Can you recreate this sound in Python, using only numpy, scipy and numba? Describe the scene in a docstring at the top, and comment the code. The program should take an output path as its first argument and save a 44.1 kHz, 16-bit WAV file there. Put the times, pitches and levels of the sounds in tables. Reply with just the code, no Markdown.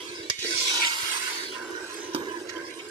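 """A soft sizzle and a low drone come first: chopped vegetables fry in a deep aluminium pot, heard from
just above the rim, while a metal spoon drags them over the base and drives its modes. The spoon scuffs,
clinks on the wall, scrapes across the base by stick-slip friction and later knocks on it. Where the
scrape bares hot metal the oil flares into a dense sizzle, which dies down as food covers it again.
Churned wet food excites the pot's air resonances, and the pot rocks on its stand."""
import sys
import numpy as np
from scipy import signal
from scipy.fft import rfft, irfft, next_fast_len
from scipy.io import wavfile
from numba import njit

SR = 44100
rng = np.random.default_rng(int(sys.argv[2]) if len(sys.argv) > 2 else 0)


def store_wav(level_fs):
    """Save 16-bit WAV to argv[1]."""
    pcm = np.round(np.clip(np.atleast_2d(level_fs), -1, 1) * 32767)
    wavfile.write(sys.argv[1], SR, pcm.T.astype(np.int16))


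N = 127890
TIME = np.arange(N) / SR
IMPULSE = np.r_[1, np.zeros(N - 1)]


def undb(db):
    """Amplitude ratio of a level in decibels."""
    return 10 ** (np.asarray(db) / 20)


def unit(x):
    """Normalisation to rms 1."""
    return x / np.sqrt(np.mean(x ** 2))


def curve(table, column=1):
    """Linear interpolation of one column in time."""
    rows = np.array(table)
    return np.interp(TIME, rows[:, 0], rows[:, column])


def colour(x, spectrum):
    """Minimum-phase filter through (f/Hz, level/dB) points, by folding the cepstrum."""
    size = next_fast_len(N + 8192, real=True)
    hz, db = np.array(spectrum).T
    bin_hz = np.arange(size // 2 + 1) * SR / size
    gain = undb(np.interp(np.log(bin_hz + 1), np.log(hz), db))
    cepstrum = irfft(np.log(gain), size)
    cepstrum[1:size // 2] *= 2
    cepstrum[size // 2 + 1:] = 0
    return irfft(rfft(x, size) * np.exp(rfft(cepstrum)), size)[:N]


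@njit
def svf(x, hz, width):
    """State-variable band-pass with a moving centre and unit peak gain."""
    y, band_state, low_state = np.empty(len(x)), 0., 0.
    for i in range(len(x)):
        g, damping = np.tan(np.pi * hz[i] / SR), width / hz[i]
        v = (band_state + g * (x[i] + 1e-18 - low_state)) / (1 + g * (g + damping))
        band_state = 2 * v - band_state
        low_state += 2 * g * v
        y[i] = damping * v
    return y


def band(x, hz, width):
    """Second-order resonance, steady or gliding."""
    return svf(x, hz * np.ones(N), float(width))


def body(x, modes):
    """Forced response: a superposition of resonances."""
    return sum(undb(db) * band(x, hz, width) for hz, width, db in modes)


def clicks(per_s, spread_db):
    """Shot noise: Poisson impulses with exponentially distributed levels."""
    size = undb(spread_db * np.minimum(rng.exponential(size=N), 6))
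    occurs = rng.random(N) < per_s / SR
    return unit(occurs * size * rng.choice([-1, 1], N) / np.sqrt(per_s))


def drift(per_s):
    """Random process: Gaussian values joined by straight lines."""
    knots = rng.standard_normal(2048)
    return np.interp(TIME * per_s, np.arange(len(knots)), knots)


def waver(per_s, depth_db):
    """Random modulation factor around 1."""
    return undb(depth_db * drift(per_s))


def fade(t60):
    """Exponential decay by 60 dB in t60 seconds."""
    return np.exp(-np.log(1000) * TIME / t60)


def ring(modes):
    """Free vibration: damped sinusoids of random polarity."""
    return sum(undb(db) * fade(t60) * np.sin(2 * np.pi * (hz * TIME + rng.integers(2) / 2))
               for hz, db, t60 in modes)


def excite(x, response):
    """Convolution with an impulse response scaled to unit energy."""
    return signal.fftconvolve(x, unit(response) / np.sqrt(N))[:N]


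def taps(table, column=1):
    """Impulse train: one impulse a row, sized by a level column."""
    x = np.zeros(N)
    for row in table:
        x[int(row[0] * SR)] += undb(row[column])
    return x


def bubbles(low_hz=2580, high_hz=8800, q=23):
    """Bubble resonance: steam bubbles of twelve sizes each ping near their natural frequency."""
    pings = 0
    for hz in np.geomspace(low_hz, high_hz, 12):
        onsets = clicks(per_s=16, spread_db=3.5)
        pings += band(onsets, hz * waver(per_s=60, depth_db=0.17), hz / q) / hz ** 0.23
    return unit(pings)


# sizzle of the oil, louder where it is hotter: t/s, level/dB
HEAT = [(0, -43.5), (.2, -49), (.33, -53), (.42, -50), (.52, -51.5), (.61, -36), (.9, -31.5), (1.12, -30.5),
        (1.3, -33), (1.5, -41), (1.6, -46.5), (1.8, -45.5), (1.92, -43), (2.05, -46), (2.25, -48),
        (2.9, -48.5)]
# spectra of oil pops, larger droplets and fine spray: f/Hz, level/dB
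POP_SPECTRUM = [(50, -27), (350, -27.5), (560, -16), (760, -13.5), (950, 1), (1200, -2), (1450, 0),
                (1750, -5), (2300, 0.5), (4000, -2), (5400, -3.5), (6800, -5.5), (8800, -10.5),
                (11000, -16.5), (15000, -28)]
SPIT_SPECTRUM = [(300, -40), (2000, -5), (5000, -12), (9000, 7), (15000, -19)]
FIZZ_SPECTRUM = [(1000, -47), (6000, -5), (9000, 7.5), (12000, -3), (15000, -5)]
# single droplets that burst loudly: t/s, level/dB
DROPLETS = [(1.704, -20), (1.935, -21), (1.942, -13)]


def sizzle(hot_db=-31, hot_pops_per_s=14000):
    """Shot noise of steam bursts: hotter oil pops more densely, fizzes more and drowns single pings."""
    heat = curve(HEAT)
    pops_per_s = hot_pops_per_s * undb(0.8 * (heat - hot_db))
    pops = unit(colour(clicks(pops_per_s, spread_db=2.5), POP_SPECTRUM))
    spits = undb(-14.5) * unit(colour(clicks(per_s=470, spread_db=-2.5), SPIT_SPECTRUM))
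    spray = unit(colour(clicks(per_s=13000, spread_db=1.5), FIZZ_SPECTRUM))
    fizz = undb(-11.5 + heat - hot_db) * spray
    pings = undb(-8 - 0.23 * (heat - heat.min())) * bubbles()
    oil = (pops + spits + fizz + pings) * undb(heat) * waver(per_s=40, depth_db=0.33)
    return oil + colour(taps(DROPLETS), SPIT_SPECTRUM)


# drag of spoon and food over the base: t/s, level/dB
DRAG = [(0, -44.5), (.23, -41.5), (.295, -43), (.315, -74), (.4, -62), (.445, -40.5), (.59, -43),
        (.78, -42), (.88, -51), (1.18, -48), (1.27, -48), (1.6, -38.5), (1.83, -42.5), (2.13, -41),
        (2.2, -35), (2.38, -41), (2.61, -38.5), (2.76, -44.5), (2.9, -43)]
# spectrum of the friction force: f/Hz, level/dB
JUDDER_SPECTRUM = [(30, -54), (90, -2), (190, -19), (310, -3), (550, -3), (760, -11), (3000, -33)]
# modes of the loaded base: f/Hz, bandwidth/Hz, level/dB
BASE_MODES = [(92, 120, -21), (252, 12, -4), (345.6, 32.6, 3.5), (383, 98, -1), (587, 72, -12.5)]


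def drone():
    """Forced vibration: dragged food judders and drives the modes of the base."""
    judder = colour(clicks(per_s=1400, spread_db=0), JUDDER_SPECTRUM)
    return unit(body(judder, BASE_MODES)) * undb(curve(DRAG))


# the pot's air resonances, shifting as food is pushed about: t/s, lower f/Hz, upper f/Hz
AIR_MODES = [(0, 986, 1580), (.56, 1030, 1480), (.66, 997, 1490), (.85, 947, 1434), (1.15, 980, 1410),
             (1.5, 1006, 1510), (1.8, 1023, 1515), (2.35, 1009, 1562), (2.9, 1052, 1630)]
# churning in each resonance: t/s, lower level/dB, upper level/dB
CHURN = [(0, -55, -55.5), (.27, -55.5, -55), (.33, -92, -92), (.41, -62, -59), (.46, -48, -48),
         (.57, -57, -52), (.61, -51, -53), (.66, -40, -41), (.79, -34.5, -37.5), (.87, -42.5, -43),
         (.93, -40, -76), (1.3, -46, -44), (1.48, -53, -48), (1.55, -45.5, -43), (1.7, -45, -45.5),
         (1.79, -49, -41), (1.97, -48, -46), (2.12, -45.5, -54), (2.2, -45.5, -45), (2.37, -45, -44),
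         (2.44, -53, -54), (2.5, -52, -45), (2.59, -45, -44), (2.74, -50.5, -58.5), (2.9, -59, -49.5)]
# spectrum of wet food: f/Hz, level/dB
SQUELCH_SPECTRUM = [(100, -38), (750, -12), (1200, 8.5), (2100, 5), (4500, -37), (12000, -26)]


def churning(widths_hz=(92, 232)):
    """Cavity resonance: wet food squelches and excites two modes of the air in the pot."""
    wet = clicks(per_s=1500, spread_db=2.24)
    out = unit(colour(wet, SQUELCH_SPECTRUM)) * undb(curve(CHURN, column=2) - 8.5)
    for column, width in enumerate(widths_hz, start=1):
        hz = curve(AIR_MODES, column)
        resonance = unit(band(band(wet, hz, width), hz, width))
        out += resonance * undb(curve(CHURN, column))
    return out


# scuffs, squeaks and grunts of the spoon's edge: centre t/s, duration/s, f/Hz, bandwidth/Hz, level/dB
SCUFFS = [(0, 0.16, 3200, 400, -44), (0.09, 0.018, 4280, 400, -42), (0.157, 0.019, 5040, 402, -42.5),
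          (0.196, 0.056, 5040, 432, -48), (0.246, 0.022, 4000, 300, -44.5), (.45, 0.066, 1930, 60, -39),
          (.451, 0.0075, 450, 108, -36.5), (0.532, 0.035, 1496, 39.8, -37), (0.617, 0.064, 5700, 2210, -30),
          (.677, 0.051, 3650, 900, -27.5), (0.827, 0.022, 2370, 330, -20.5),
          (.848, 0.0046, 2920, 1800, -19.5), (.869, .014, 3400, 900, -29.5), (0.867, 0.023, 7200, 900, -32),
          (1.42, 0.15, 4170, 900, -40.5), (1.53, 0.044, 3160, 700, -41), (1.783, 0.044, 1522, 70, -38.5),
          (2.03, .066, 6160, 400, -49), (2.299, 0.03, 2960, 260, -43), (2.373, 0.0048, 1670, 258, -38),
          (2.495, 0.0079, 1760, 500, -34.5), (2.496, 0.017, 4800, 3000, -44.5),
          (2.563, .0054, 3140, 260, -38), (2.661, 0.027, 5160, 700, -46.5),
          (2.765, 0.031, 8400, 1500, -51.5), (2.707, 0.045, 2280, 450, -45), (2.8, 0.0084, 2580, 500, -39)]


def scuffs():
    """Friction noise: each brief contact excites a narrow band under a Gaussian envelope."""
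    grit = clicks(per_s=2500, spread_db=1.5)
    out = np.zeros(N)
    for centre, duration, hz, width, db in SCUFFS:
        envelope = undb(db) * np.exp(-2 * ((TIME - centre) / duration) ** 2)
        out += unit(band(band(grit, hz, width), hz, 2 * width)) * envelope
    return out


# bass spectrum of the handling rumble and of the bumps: f/Hz, level/dB
BASS_SPECTRUM = [(20, -30), (55, -14.5), (90, -3), (130, -4.5), (220, -12.5), (1000, -87)]


def rumble():
    """Uncorrelated noise: low handling rumble, separate in each channel, swelling with the drag."""
    noise = unit(colour(rng.standard_normal(N), BASS_SPECTRUM))
    return undb(curve(DRAG) - 27.5) * noise * waver(per_s=9.4, depth_db=-0.5)


# spectrum of the quiet kitchen: f/Hz, level/dB
KITCHEN_SPECTRUM = [(25, -56), (55, 8), (90, 5.5), (180, 12), (400, -38.5), (1000, -53), (5000, 1),
                    (15000, -43)]


def kitchen():
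    """Stationary background noise: a low murmur and a faint hiss."""
    return undb(-65.5) * unit(colour(rng.standard_normal(N), KITCHEN_SPECTRUM))


# the pot rocks on its stand: t/s, level/dB
BUMPS = [(.095, -31), (.197, -25), (.298, -15.5), (.387, -23), (.545, -22.5), (1.03, -21.5), (1.9, -44),
         (2.5, -35), (2.6, -27)]


def bumps():
    """Heavily damped impact: each rock of the pot gives one low pulse."""
    return excite(taps(BUMPS), colour(IMPULSE, BASS_SPECTRUM))


# blows of the spoon: t/s, crack level/dB, ring level/dB, thud level/dB
BLOWS = [(.2993, 3, -4.5, -38), (.3045, -18, -18, -54), (.391, -13.5, -21, -41), (.446, -18, -36, -10.5),
         (.508, -7, -14, -45), (.5215, -18, -11, -40), (.848, -24, -2, -21), (2.147, -8.5, -19, 3.5),
         (2.16, -19, -21, -4.5), (2.4916, -18, -36, -38), (2.498, -16.5, -30, -32), (2.563, -30, -28, -32),
         (2.7894, -28, -18.5, -28)]
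# spectra of the first instant of contact, the crack and the thud: f/Hz, level/dB
SNAP_SPECTRUM = [(100, -56), (1500, -19), (3800, -10.5), (7000, 2), (15000, -10)]
CRACK_SPECTRUM = [(100, -35), (400, 2), (750, -16), (1450, -6.5), (2200, 0.5), (3500, 6.5), (5200, 0.5),
                  (7000, -2.5), (9000, -14), (15000, -29)]
THUD_SPECTRUM = [(60, -25), (150, -8.5), (230, -3), (335, 0), (480, -11), (700, -12), (950, -6.5),
                 (1500, -9.5), (2200, -63), (6000, -38), (15000, -29)]
# modes of spoon and wall: f/Hz, level/dB, T60/s
METAL_MODES = [(1175, -20, .13), (1965, 3, 0.097), (2194, -1.5, 0.47), (2310, -3, 0.053),
               (2362, -8.5, 0.25), (2970, -7, 0.13), (3210, 1.5, 0.13), (3624, 3, .13), (3860, -4, 0.074),
               (4400, -9, 0.11), (4900, -14, 0.11), (5400, -7.5, 0.11), (6724, -3.5, 0.15)]


def blows():
    """Impact excitation: a blow cracks, rings the metal with a dense shimmer and thuds the base."""
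    crack_decay = fade(t60=0.0088) + undb(-29.5) * fade(t60=0.42)  # the slow term is the shimmer
    snap = undb(-4.5) * colour(IMPULSE, SNAP_SPECTRUM)
    crack = snap + colour(rng.standard_normal(N) * crack_decay, CRACK_SPECTRUM)
    thud_decay = undb(-73) * fade(t60=0.074) + undb(-34.5) * fade(t60=0.61)
    push = IMPULSE + rng.standard_normal(N) * thud_decay
    thud = colour(push + undb(6.5) * body(push, BASE_MODES), THUD_SPECTRUM)
    return sum(excite(taps(BLOWS, column), response)
               for column, response in enumerate((crack, ring(METAL_MODES), thud), start=1))


# the long scrape over bare metal: t/s, level/dB, contact resonance f/Hz
SCRAPE = [(.378, -46, 2760), (.393, -35, 2890), (.48, -30, 5130), (.52, -30, 4800), (.56, -27, 5060),
          (.6, -27, 4560), (.645, -28.5, 4240), (.68, -24.5, 3330), (.74, -28, 3740), (.8, -25.5, 3100),
          (.85, -31.5, 2980), (.875, -27.5, 3050), (.89, -66, 3280)]
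# spectrum of the slips: f/Hz, level/dB
SLIP_SPECTRUM = [(100, -42), (800, -40), (1900, -26), (2300, 4.5), (2900, -4.5), (3800, -0.5), (5000, -2.5),
                 (7500, -4), (10000, -11.5), (15000, -30)]


def scraping(contact_width_hz=1900):
    """Stick-slip friction: the contact resonance moves as the spoon turns, and the wall rings along."""
    slips = colour(clicks(per_s=2100, spread_db=2), SLIP_SPECTRUM) * waver(per_s=250, depth_db=1.0)
    contact = unit(band(slips, curve(SCRAPE, column=2), contact_width_hz))
    edge = unit(contact + undb(-1.5) * unit(slips)) * undb(curve(SCRAPE))
    return edge + undb(-15.5) * excite(edge, ring(METAL_MODES))


def reflections(x, paths=4, above_hz=760):
    """Time-varying reverberation: short echoes in the pot keep changing as spoon and food move."""
    treble = signal.sosfilt(signal.butter(2, above_hz, "high", fs=SR, output="sos"), x)
    shares = np.array([drift(per_s=12) for _ in range(paths)])
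    echoes = np.array([excite(treble, rng.standard_normal(N) * fade(t60=0.039)) for _ in range(paths)])
    return (shares * echoes).sum(axis=0) / np.sqrt((shares ** 2).sum(axis=0))


# left channel relative to right: f/Hz, level/dB
BALANCE = [(70, 1.5), (180, -2), (350, -3.2), (1200, -3.3), (2400, -4.5), (5000, -2.8), (9000, -5.8),
           (14000, -7.5)]


def pan(x, side):
    """Interchannel level difference: the pot lies a little to the right, most of all in the treble."""
    hz, db = np.array(BALANCE).T
    difference_db = np.interp(np.arange(N // 2 + 1) * SR / N, hz, db)
    return irfft(rfft(x) * undb(side / 2 * difference_db), N)


# response of the direct path out of the pot: f/Hz, level/dB
DIRECT_PATH = [(450, 0), (1000, -4), (2500, -6), (6000, -10)]


def scene(left_lag_s=0.00023):
    """Superposition of direct and reflected sound at two points; the direct sound is later on the left."""
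    frying = sizzle() + drone() + churning() + scraping() + scuffs()
    impacts = bumps() + blows()
    direct = colour(frying, DIRECT_PATH) + impacts
    channels = []
    for side, lag in ((1, int(left_lag_s * SR)), (-1.05, 0)):
        delayed = np.r_[np.zeros(lag), direct][:N]
        reflected = undb(0.5) * reflections(frying + undb(2.5) * impacts)
        channels.append(pan(delayed + reflected, side) + rumble() + kitchen())
    return np.array(channels)


def record(dry):
    """Band limiting: a steep elliptic low-pass removes the treble above 15250 Hz."""
    return signal.sosfilt(signal.ellip(10, .2, 80, 15250, fs=SR, output="sos"), dry)


dry = scene()
out = record(dry)
store_wav(out)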